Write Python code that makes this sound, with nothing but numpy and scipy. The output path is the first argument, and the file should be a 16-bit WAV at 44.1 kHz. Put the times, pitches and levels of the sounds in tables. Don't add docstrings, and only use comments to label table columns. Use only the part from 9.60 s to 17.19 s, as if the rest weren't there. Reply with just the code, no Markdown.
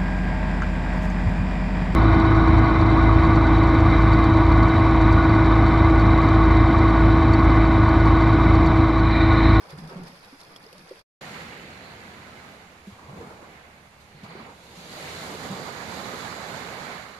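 import sys
import numpy as np
from scipy import signal
from scipy.fft import rfft, irfft, next_fast_len
from scipy.io import wavfile
from scipy.ndimage import uniform_filter1d, map_coordinates

SR = 44100
rng = np.random.default_rng(int(sys.argv[2]) if len(sys.argv) > 2 else 0)


def write(x):
    x = np.atleast_2d(x).T
    wavfile.write(sys.argv[1], SR, np.round(np.clip(x, -1, 1) * 32767).astype(np.int16))


N = 334719
PORT_LAG_S = 0.00039


def amp(db):
    return 10 ** (np.asarray(db) / 20)


def unit(pair):
    return pair / np.sqrt(np.mean(pair.mean(0) ** 2) + 1e-20)


def along(points, hz):
    f, v = np.transpose(points)
    return np.interp(np.log(hz + 1), np.log(f + 1), v)


def colour(spectrum, hz):
    return amp(along(spectrum, hz)) * hz ** 2 / (hz ** 2 + spectrum[0][0] ** 2)


def ripple(hz, bumps):
    return sum(db * np.exp(-((hz - centre) / width) ** 2) for centre, width, db in bumps)


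def filtered(x, response):
    m = next_fast_len(N + 8192)
    return irfft(rfft(x, m) * response(np.fft.rfftfreq(m, 1 / SR)), m)[..., :N]


def sides(db):
    g = amp(np.array([db, -db]) / 2)
    return g / np.sqrt(np.mean(g ** 2, 0))


def wobble(rate_hz):
    knots = rng.standard_normal(int(N * rate_hz / SR) + 4)
    return map_coordinates(knots, [np.arange(N) * rate_hz / SR])


def since(s):
    return np.maximum(np.arange(N) / SR - s, 0)


def swell(start, rise, hold, fall):
    to_go = np.maximum(start + rise - np.arange(N) / SR, 0)
    return -20 * (to_go / rise + since(start + rise + hold) / fall)


def together(levels_db):
    return np.sqrt(sum(amp(np.maximum(db, -120)) ** 2 for db in levels_db))


def add(track, s, sound):
    part = track[..., round(s * SR):][..., :sound.shape[-1]]
    part += sound[..., :part.shape[-1]]


def bubble(age, cycles, rise):
    age = np.maximum(age, 0)
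    ring = np.sin(2 * np.pi * age * (1 + rise * age / cycles / 2))
    return ring * amp(-60 * age / cycles) * (1 - np.exp(-2 * age))


def rush(patchy_db, alike=0.88):
    z = signal.stft(rng.standard_normal((2, N)), nperseg=1024)[2]
    field = uniform_filter1d(rng.standard_normal(z.shape[1:]), size=4, axis=0)
    field = uniform_filter1d(field, size=4, axis=1)
    pair = signal.istft(z * amp(patchy_db * field / field.std()), nperseg=1024)[1][:, :N]

    def blend(hz):
        angle = np.arccos(alike * np.sinc(2 * hz * PORT_LAG_S)) / 2
        return np.array([np.cos(angle), np.sin(angle)])

    mid, side = filtered(pair, blend)
    return unit(np.array([mid + side, mid - side]))


def swarm(lo_hz, hi_hz, cycles, spread_db, count):
    when, pitch, size, where = rng.random((count, 4)).T[:, :, None]
    hz = lo_hz * (hi_hz / lo_hz) ** pitch
    gain = hz * amp(spread_db * np.minimum(-np.log(1 - size), 4))
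    n = np.arange(min(int(SR * (.7 * cycles / lo_hz + PORT_LAG_S)), 3000000 // count))
    index = ((when * N).astype(int) + n).ravel()

    def port(lag):
        age = (hz * (n / SR - lag * PORT_LAG_S)).astype(np.float32)
        return np.bincount(index, (gain * bubble(age, cycles, rise=0.088)).ravel(), N)[:N]

    return unit(np.array([port(where), port(1 - where)]))


def water(spectrum, far, near, near_db):
    return unit(filtered(far + amp(near_db) * near, lambda hz: colour(spectrum, hz)))


def surf():
    # frequency in Hz, relative level in dB.
    cloud_spectrum = [(35, -36), (60, -4.5), (188, 0), (296, -7.5), (400, -6.5), (520, -7), (880, -120)]
    churn_spectrum = [(200, 3), (340, -7), (450, 0), (800, -1), (1300, -5.5), (2300, -11.5), (3000, -30),
                      (5000, -54)]
    fine_spectrum = [(500, -11), (850, -3.5), (1200, -2), (1600, -1.5), (2300, -13), (3500, -47)]
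    shingle_spectrum = [(500, -19), (950, -14), (1400, -1.5), (2000, 5), (2550, -2), (3300, -6),
                        (4600, -20), (5500, -18), (8000, -57)]
    foam_spectrum = [(1410, -0.5), (2400, -5), (3200, -0.5), (4110, -2), (5950, -8.5), (6790, -6),
                     (8290, -11.5), (14000, -18.5)]
    edge_spectrum = [(3100, -40), (3900, -2), (4450, 1.5), (5200, -23), (9000, -60)]
    # start, rise, hold and fall in seconds, level in dB,
    # leading edge over the sheet in dB.
    sheets = [(1.3, 0.36, 0.12, 1.46, -46.5, -14), (1.7, 0.72, 0.4, 1.1, -56, -17),
              (2.17, 0.16, 0.02, 0.3, -57, -4.5), (3.651, 0.29, 0.03, 0.59, -57.5, -19),
              (4.377, 0.3, 0.17, 0.14, -55, -11.5), (4.7, 0.085, 0.02, 0.14, -54, -8.5),
              (5.018, 0.45, 0.031, 0.78, -46.5, -10), (5.771, 0.39, 1.19, 0.54, -49.5, -8.5),
              (6.78, 0.3, 0.25, 0.45, -53.5, -22)]
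    edge_lead_s = 0.085
    foam_trim_db = -4.5

    rumbling, churning, splitting, foaming = crests()
    direction = churning / np.sqrt(np.mean(churning ** 2, 0))
    washing = direction * together([db + swell(*shape) for *shape, db, _ in sheets])
    edge_levels_db = [db + edge_db + swell(start - edge_lead_s, rise, hold + edge_lead_s, fall)
                      for start, rise, hold, fall, db, edge_db in sheets]
    leading = direction * together(edge_levels_db)
    tumble = wobble(35)

    far, near = rush(0.0, alike=0.98), swarm(107.4, 424, cycles=10.7, spread_db=0, count=2000)
    cloud = water(cloud_spectrum, far, near, near_db=-17)
    far, near = rush(1.4, alike=1.0), swarm(315, 2760, cycles=13, spread_db=1.5, count=6000)
    coarse = water(churn_spectrum, far, near, near_db=-16)
    fine = water(fine_spectrum, far, near, near_db=-14)
    churn = churning * coarse + splitting * fine
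    far, near = rush(1.0), swarm(1028, 5320, cycles=31, spread_db=3.5, count=8000)
    swash = water(shingle_spectrum, far, near, near_db=-10.5)
    far, near = rush(1.8), swarm(2540, 17300, cycles=9.1, spread_db=2, count=14000)
    foam = water(foam_spectrum, far, near, near_db=-8.5)
    far, near = rush(2.0), swarm(3430, 5260, cycles=22, spread_db=2, count=4000)
    edge = water(edge_spectrum, far, near, near_db=-6)

    breaking = rumbling * cloud + amp(0.5 * tumble) * churn
    breaking += foaming * amp(foam_trim_db + 0.33 * tumble) * foam
    return breaking + washing * swash + leading * edge


def crests():
    # start, rise, hold and fall in seconds, churn in dB, air cloud over churn in dB,
    # foam over churn in dB (before surf's foam trim and drain), left-right difference in dB.
    breakers = [(1.295, 0.26, 0.26, 0.29, -45, -2.5, -3, -0.5), (1.55, 0.34, 0.98, 0.96, -51, 3, -3.5, -1),
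                (3.202, 0.38, 0.07, 0.29, -49.5, -0.5, -7.5, 0.5),
                (3.225, 0.47, 0.22, 0.81, -53, -1, -7.5, -2.5), (4.427, 0.31, 0.17, 0.12, -50, -1, -18, -2),
                (4.828, 0.61, 0.22, 0.7, -43, -2.5, 1.5, -1.5),
                (5.372, 0.47, 0.25, 0.7, -41.5, 0, -1.5, -5.5), (5.844, 0.49, 0.31, 1.5, -40, -3, -1.5, -6),
                (6.496, 0.41, 0.44, 0.45, -42.5, -5, -3, -5)]
    # start in seconds, level in dB before surf's foam trim, fall in seconds.
    sprays = [(3.264, -56.5, 0.36), (4.398, -58, 0.13), (4.63, -51.5, 0.035), (5.03, -60, 0.4),
              (5.15, -52.5, 0.3), (5.313, -48, 0.03)]
    spray_rise_s, spray_hold_s = 0.005, 0.009
    calm_cloud_db, calm_churn_db, calm_foam_db, calm_side_db = -62.5, -61, -74, -1
    cloud_drain_db_per_s, churn_drain_db_per_s, foam_drain_db_per_s = 3.5, 3.5, 1.5
    fine_churn_db, split_s = -8.5, 0.43

    spray_levels_db = [db + swell(s, spray_rise_s, spray_hold_s, fall) for s, db, fall in sprays]
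    calm = sides(np.array([calm_side_db]))
    calm_gains = (amp(calm_cloud_db), amp(calm_churn_db), 0, together([calm_foam_db] + spray_levels_db))
    power = [(gain * calm) ** 2 for gain in calm_gains]
    for start, rise, hold, fall, db, cloud_db, foam_db, side_db in breakers:
        level_db, age_s = db + swell(start, rise, hold, fall), since(start + rise)
        cloud = amp(level_db + cloud_db - cloud_drain_db_per_s * age_s)
        coarse = amp(level_db - churn_drain_db_per_s * age_s)
        fine = amp(level_db + fine_churn_db) * np.minimum(age_s / split_s, 1)
        foam = amp(level_db + foam_db - foam_drain_db_per_s * age_s)
        pan = sides(np.array([side_db]))
        power = [p + (gain * pan) ** 2 for p, gain in zip(power, (cloud, coarse, fine, foam))]
    return np.sqrt(power)


def rocks():
    # frequency in Hz, relative level in dB.
    slosh_spectrum = [(40, -12), (80, -13), (112, -18), (156, 1), (184, 0), (225, -9), (400, -15),
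                      (800, -50), (2000, -100)]
    lap_spectrum = [(180, -33.5), (300, 7), (372, -0.5), (483, 3.5), (531, 3), (610, -0.5), (1020, 0.5),
                    (2800, -13.5), (3640, -53), (6160, -120)]
    trickle_spectrum = [(1350, 1.5), (2300, -1), (2980, -9.5), (3350, -7), (4140, -9.5), (4850, -3.5),
                        (5450, -11.5), (6580, -17.5), (7880, -22), (9150, -18.5), (10800, -16.5),
                        (12600, -21.5), (13300, -35), (14400, -65), (15000, -51)]
    # frequency in Hz, left-right difference in dB.
    port_sides = [(150, 0), (700, -0.2), (1300, -1.5), (2300, -3), (2900, -0.5), (3700, 1.5), (4300, -1),
                  (5200, -12.5), (6000, -8.5), (7200, 1), (9000, 16), (11000, 11), (12800, 2.5)]
    # start, rise, hold and fall in seconds, level in dB.
    surges = [(0.094, 0.12, 0.11, 0.045, -48), (0.29, 0.054, 0.06, 0.16, -43.5)]
    # start in seconds, lapping in dB, trickle in dB before the trim.
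    wavelets = [(-0.02, -51.5, -71), (0.075, -53.5, -57.5), (0.16, -50, -56.5), (0.275, -47, -60),
                (0.449, -58, -54.5), (0.6, -56.5, -61.5), (0.775, -66, -59), (0.88, -57.5, -71),
                (1.1, -62, -62), (1.25, -57.5, -67)]
    lap_rise_s, lap_hold_s, lap_fall_s, trickle_fall_s = 0.02, 0.014, 0.36, 0.15
    ripple_slosh_db, ripple_lap_db, ripple_trickle_db = -62, -57, -60.5
    trickle_trim_db = 2.5

    slosh_ripple_db = ripple_slosh_db + 3.5 * wobble(15)
    sloshing = together([slosh_ripple_db] + [db + swell(*shape) for *shape, db in surges])
    lap_levels_db = [db + swell(s, lap_rise_s, lap_hold_s, lap_fall_s) for s, db, _ in wavelets]
    lapping = together([ripple_lap_db] + lap_levels_db) * amp(1.5 * wobble(32))
    trickle_levels_db = [db + swell(s, lap_rise_s, lap_hold_s, trickle_fall_s) for s, _, db in wavelets]
    trickling = together([ripple_trickle_db] + trickle_levels_db) * amp(trickle_trim_db + 1.2 * wobble(45))

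    far, near = rush(1.9, alike=0.96), swarm(124.5, 269, cycles=18, spread_db=2, count=700)
    slosh = water(slosh_spectrum, far, near, near_db=-9.5)
    far, near = rush(1.0), swarm(340.7, 2197, cycles=51, spread_db=2, count=2500)
    lap = water(lap_spectrum, far, near, near_db=-12.5)
    far, near = rush(2.0), swarm(2260, 12700, cycles=16, spread_db=3.5, count=9000)
    trickle = water(trickle_spectrum, far, near, near_db=-8)
    mix = sloshing * slosh + lapping * lap + trickling * trickle
    return filtered(mix + drops(), lambda hz: sides(along(port_sides, hz)))


def slaps():
    # start in seconds, splash in dB, body in dB, decay by 60 dB in seconds.
    blow_rows = [(0.287, -49, -61, 0.16), (0.314, -58, -48, 0.13), (0.355, -46, -54, 0.18),
                 (0.961, -41, -46, 0.053), (1.04, -51, -51, 0.11), (1.145, -54.5, -57, 0.1),
                 (3.3, -53.5, -63, 0.5), (3.385, -52, -70, 0.5), (3.435, -55, -62, 0.39),
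                 (3.491, -52, -49, 0.34), (3.565, -53, -43.5, 0.25), (3.61, -55, -48, 0.2),
                 (3.664, -49, -54, 0.22), (3.704, -50, -44.5, 0.18), (3.815, -46, -41.5, 0.14),
                 (3.873, -55, -47, 0.07), (4.642, -40, -58, 0.08), (4.659, -40, -58, 0.05),
                 (4.699, -42, -51, 0.13), (4.754, -49, -48, 0.17), (4.785, -49, -45, 0.23),
                 (4.858, -47, -54, 0.21), (4.897, -41, -51, 0.07), (5.72, -50, -42, 0.36),
                 (5.855, -52, -36, 0.17), (5.924, -37, -43, 0.16), (5.968, -50, -37.5, 0.31),
                 (6.2, -47, -46, 0.36), (6.47, -44, -52, 0.4), (6.535, -46, -39, 0.17),
                 (6.72, -44, -51, 0.27), (7.11, -44, -46.5, 0.25)]
    # frequency in Hz, relative level in dB.
    splash_spectrum = [(450, -18.5), (750, 2), (1100, 4), (1800, -20.5), (6500, -23), (13000, -46)]
    body_spectrum = [(200, -2.5), (330, 2), (480, -1), (700, -12.5), (1100, -27), (3000, -61)]
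    attack_s = 0.0041

    blows, t = np.zeros((2, N)), np.arange(SR // 2) / SR
    for s, splash_db, body_db, decay_s in blow_rows:
        envelope = amp(-60 * t / decay_s) * (1 - np.exp(-t / attack_s))
        add(blows, s, amp([[splash_db], [body_db]]) * envelope)
    far, near = rush(0.9), swarm(300, 3080, cycles=10, spread_db=0, count=5000)
    splash = water(splash_spectrum, far, near, near_db=-4)
    body = water(body_spectrum, far, near, near_db=-4)
    return blows[0] * splash + blows[1] * body


def gulps():
    # start in seconds, peak in dB, pitch in Hz, life in cycles,
    # swell in seconds, pitch climb over the life as a fraction.
    pockets = [(0.092, -48.5, 546, 110, 0.0084, 0), (0.123, -36, 150, 30, 0.01, 0.03),
               (0.126, -46, 390, 27, 0.0066, 0.3), (0.172, -39, 170, 27, 0.01, 0.83),
               (0.182, -43, 273, 15, 0.0027, 0.1), (0.203, -37, 158.4, 36, 0.035, 0.01),
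               (0.309, -41, 385, 55, 0.0062, 0.02), (0.352, -31, 177, 35, 0.013, 0.06),
               (0.372, -44, 364, 58, 0.009, 0.05), (0.405, -40, 162.4, 29, 0.013, 0.04),
               (0.43, -50.5, 420, 64, 0.01, 0.5), (0.482, -49.5, 248, 31, 0.0086, 0.04),
               (0.518, -48, 170, 26, 0.012, 0.15), (0.525, -50.5, 559, 70, 0.008, 0.07),
               (0.662, -51, 185, 18, 0.01, 0.25), (0.72, -44.5, 244, 32, 0.0081, 0.7),
               (0.875, -51, 140, 12, 0.006, 0), (0.91, -51.5, 176, 16, 0.008, 0.4),
               (0.995, -53, 160, 16, 0.008, 0.2), (1.03, -51, 215, 14, 0.005, 0.2),
               (1.06, -45, 423, 24, 0.0036, 0.23), (1.127, -43, 486, 22, 0.0024, 0.1),
               (1.148, -50, 597, 50, 0.005, 0.03), (1.186, -52, 320, 19, 0.0036, 0.2),
               (1.308, -35, 385, 17, 0.0044, 0), (1.311, -32.5, 500, 18, 0.0036, 0.15),
               (3.267, -34, 193, 19, 0.012, 0.07), (3.478, -39, 135, 18, 0.014, 0.02),
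               (3.524, -40.5, 191, 18, 0.008, 0.08), (3.552, -39.5, 174, 18, 0.009, 0.15),
               (3.602, -37.5, 464, 57, 0.008, 0.07), (3.665, -41.5, 227, 18, 0.008, 0),
               (4.542, -43, 144, 18, 0.0085, 0.2), (4.629, -34.5, 198, 14, 0.0043, 0.1),
               (4.681, -40.5, 160, 23, 0.0088, 0.16), (4.752, -34.5, 391, 11, 0.003, 0.04),
               (4.797, -39, 224, 27, 0.0074, 0), (4.884, -42, 491, 22, 0.004, 0.1),
               (5.165, -41.5, 169, 22, 0.017, 0.13), (5.897, -29, 186, 25, 0.01, 0.01),
               (5.922, -27.5, 178, 11, 0.0056, 0.2), (6.375, -44, 205, 22, 0.0073, 0.23),
               (6.533, -40, 245, 13, 0.004, 0.2)]

    out, t = np.zeros(N), np.arange(SR // 3) / SR
    for s, db, hz, cycles, swell_s, climb in pockets:
        pocket = bubble(hz * t, cycles, climb) * (1 - np.exp(-(t / swell_s) ** 2))
        late, smaller = rng.random((2, 4, 1))
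        shed = bubble((330 + 300 * smaller) * (t - 0.03 * late), cycles=17, rise=.1).sum(0)
        add(out, s, amp(db) * (pocket / np.abs(pocket).max() + amp(-16.5) * shed))
    return out * sides(np.array([-1.2]))


def thuds():
    # start in seconds, peak in dB, pitch in Hz.
    pushes = [(3.316, -40.5, 110), (3.435, -46, 81), (3.525, -42, 115), (3.578, -40, 88),
              (4.628, -42.5, 105), (5.512, -41, 87), (6.63, -46, 95)]
    swell_cycles, life_cycles = 1.26, 7.9

    out, t = np.zeros(N), np.arange(SR // 4) / SR
    for s, db, hz in pushes:
        push = bubble(hz * t, life_cycles, rise=0) * (1 - np.exp(-(hz * t / swell_cycles) ** 2))
        add(out, s, amp(db) * push / np.abs(push).max())
    return out


def drops():
    # start in seconds, patter in dB before halving and attack, bubble in dB before
    # its attack, pitch in Hz, life in cycles.
    drop_rows = [(0.0977, -50, -49, 4650, 60), (0.1052, -43, -46, 4680, 80), (0.186, -44, -44, 4750, 110),
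                 (0.2743, -45, -46, 4800, 70), (0.2977, -54, -43, 5100, 110), (0.3262, -49, -50, 4730, 70),
                 (0.434, -44, -47, 6100, 60), (0.4723, -45, -49, 4970, 90), (0.48, -43, -48, 5000, 90),
                 (0.608, -54, -47, 4600, 80), (0.647, -55, -50, 5000, 60), (0.6823, -50, -46, 5310, 60),
                 (0.8041, -46, -39, 5300, 85), (0.813, -44, -37, 4100, 45), (0.8334, -45.5, -44, 4380, 60),
                 (0.9615, -48, -36, 3280, 65), (0.9625, -47, -37.5, 5360, 100),
                 (1.0645, -52, -40, 4950, 80), (1.1278, -42, -42, 2600, 35), (1.1802, -45, -46, 4880, 50),
                 (1.292, -45.5, -49, 4970, 70), (1.392, -46, -50, 4930, 60)]
    # frequency in Hz, relative level in dB.
    patter_spectrum = [(1800, -7), (3000, -1), (4900, 1.5), (6500, -6.5), (8000, -9), (11000, -6.5),
                       (12800, -12), (14000, -35)]
    patter_rise_s, patter_fall_s = 0.0011, 0.035

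    rings, pattering, t = np.zeros((2, N)), np.zeros(N), np.arange(SR // 12) / SR
    for s, patter_db, bubble_db, hz, cycles in drop_rows:
        add(pattering, s, amp(patter_db - 60 * t / patter_fall_s) * (1 - np.exp(-t / patter_rise_s)))
        lag_s = PORT_LAG_S * rng.random((2, 1))
        add(rings, s, amp(bubble_db) * bubble(hz * (t - lag_s), cycles, rise=0.05))
    patter = unit(filtered(rng.standard_normal((2, N)), lambda hz: colour(patter_spectrum, hz)))
    return rings + pattering * patter / 2


def sea(db=-59):
    # frequency in Hz, relative level in dB.
    sea_spectrum = [(53, -44), (90, 6), (337, -16), (754, -2), (987, -13), (2120, -4.5), (2600, -6.5),
                    (4020, -13), (12500, -22), (16200, -79), (22000, -120)]
    murmur = unit(filtered(rush(2.0), lambda hz: colour(sea_spectrum, hz)))
    return amp(db) * murmur * sides(np.array([-2.5]))


def engine(hz=73.4):
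    phase = 2 * np.pi * np.cumsum(hz * (1 + 0.012 * wobble(6.2))) / SR
    return amp(-63.5 + wobble(6)) * np.sqrt(2) * np.sin(phase)


def breeze(steady_db=-65.5):
    # frequency in Hz, relative level in dB.
    buffet_spectrum = [(15, -7.5), (30, -20), (50, -14), (90, -8.5), (250, -29), (600, -92)]
    # start, rise, hold and fall in seconds, level in dB.
    puffs = [(0.0, 0.16, 0.1, 0.12, -55), (0.328, 0.064, 0.05, 0.1, -54), (4.266, 0.15, 0.032, 0.1, -58)]
    air = filtered(rush(0.0, alike=0.87), lambda hz: amp(along(buffet_spectrum, hz)))
    return together([steady_db] + [db + swell(*shape) for *shape, db in puffs]) * unit(air)


def ports(hz):
    # centre in Hz, width in Hz, level in dB.
    left_bumps = [(1820, 170, -9), (6360, 2000, -2.5), (9060, 440, 4.5), (11050, 580, 4.5)]
    right_bumps = [(2260, 220, 3), (3210, 73, -8.5), (4040, 370, 3), (4730, 140, 4.5), (6760, 490, 2.5),
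                   (9260, 1220, -6.5)]
    # frequency in Hz, left-right difference in dB.
    port_sides = [(60, 3.5), (200, -1.5), (700, -0.5), (1280, -5), (2370, 2), (3200, -1), (5500, 1.5),
                  (8050, -1.5), (14000, 3)]
    return amp([ripple(hz, left_bumps), ripple(hz, right_bumps)]) * sides(along(port_sides, hz))


def turning(pair):
    # centre in Hz, width in Hz, level in dB.
    ahead_bumps = [(1250, 180, -3), (2090, 300, -6), (4350, 300, 0), (6450, 1200, 2)]
    turn_end_s, turn_s = 3.47, 0.3

    left, right = pair
    ahead = np.clip((turn_end_s - np.arange(N) / SR) / turn_s, 0, 1)
    shifted = filtered(left, lambda hz: amp(ripple(hz, ahead_bumps)))
    return np.array([ahead * shifted + (1 - ahead) * left, right])


def scene():
    rocks_end_s, beach_start_s = 1.414, 1.609
    t = np.arange(N) / SR
    at_rocks = amp(-np.maximum(t - rocks_end_s, 0) * 1800)
    at_beach = np.clip((t - beach_start_s) / .004, 0, 1)
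    slapping = slaps()
    beach = turning(filtered(surf() + slapping + sea(), ports)) + thuds() + engine()
    both = gulps() + breeze()
    return at_rocks * (rocks() + slapping) + at_beach * beach + (at_rocks + at_beach) * both


def record(dry):
    top_hz = 14400
    return filtered(dry, lambda hz: 1 / (1 + (hz / top_hz) ** 60))


dry = scene()
out = record(dry)
write(out)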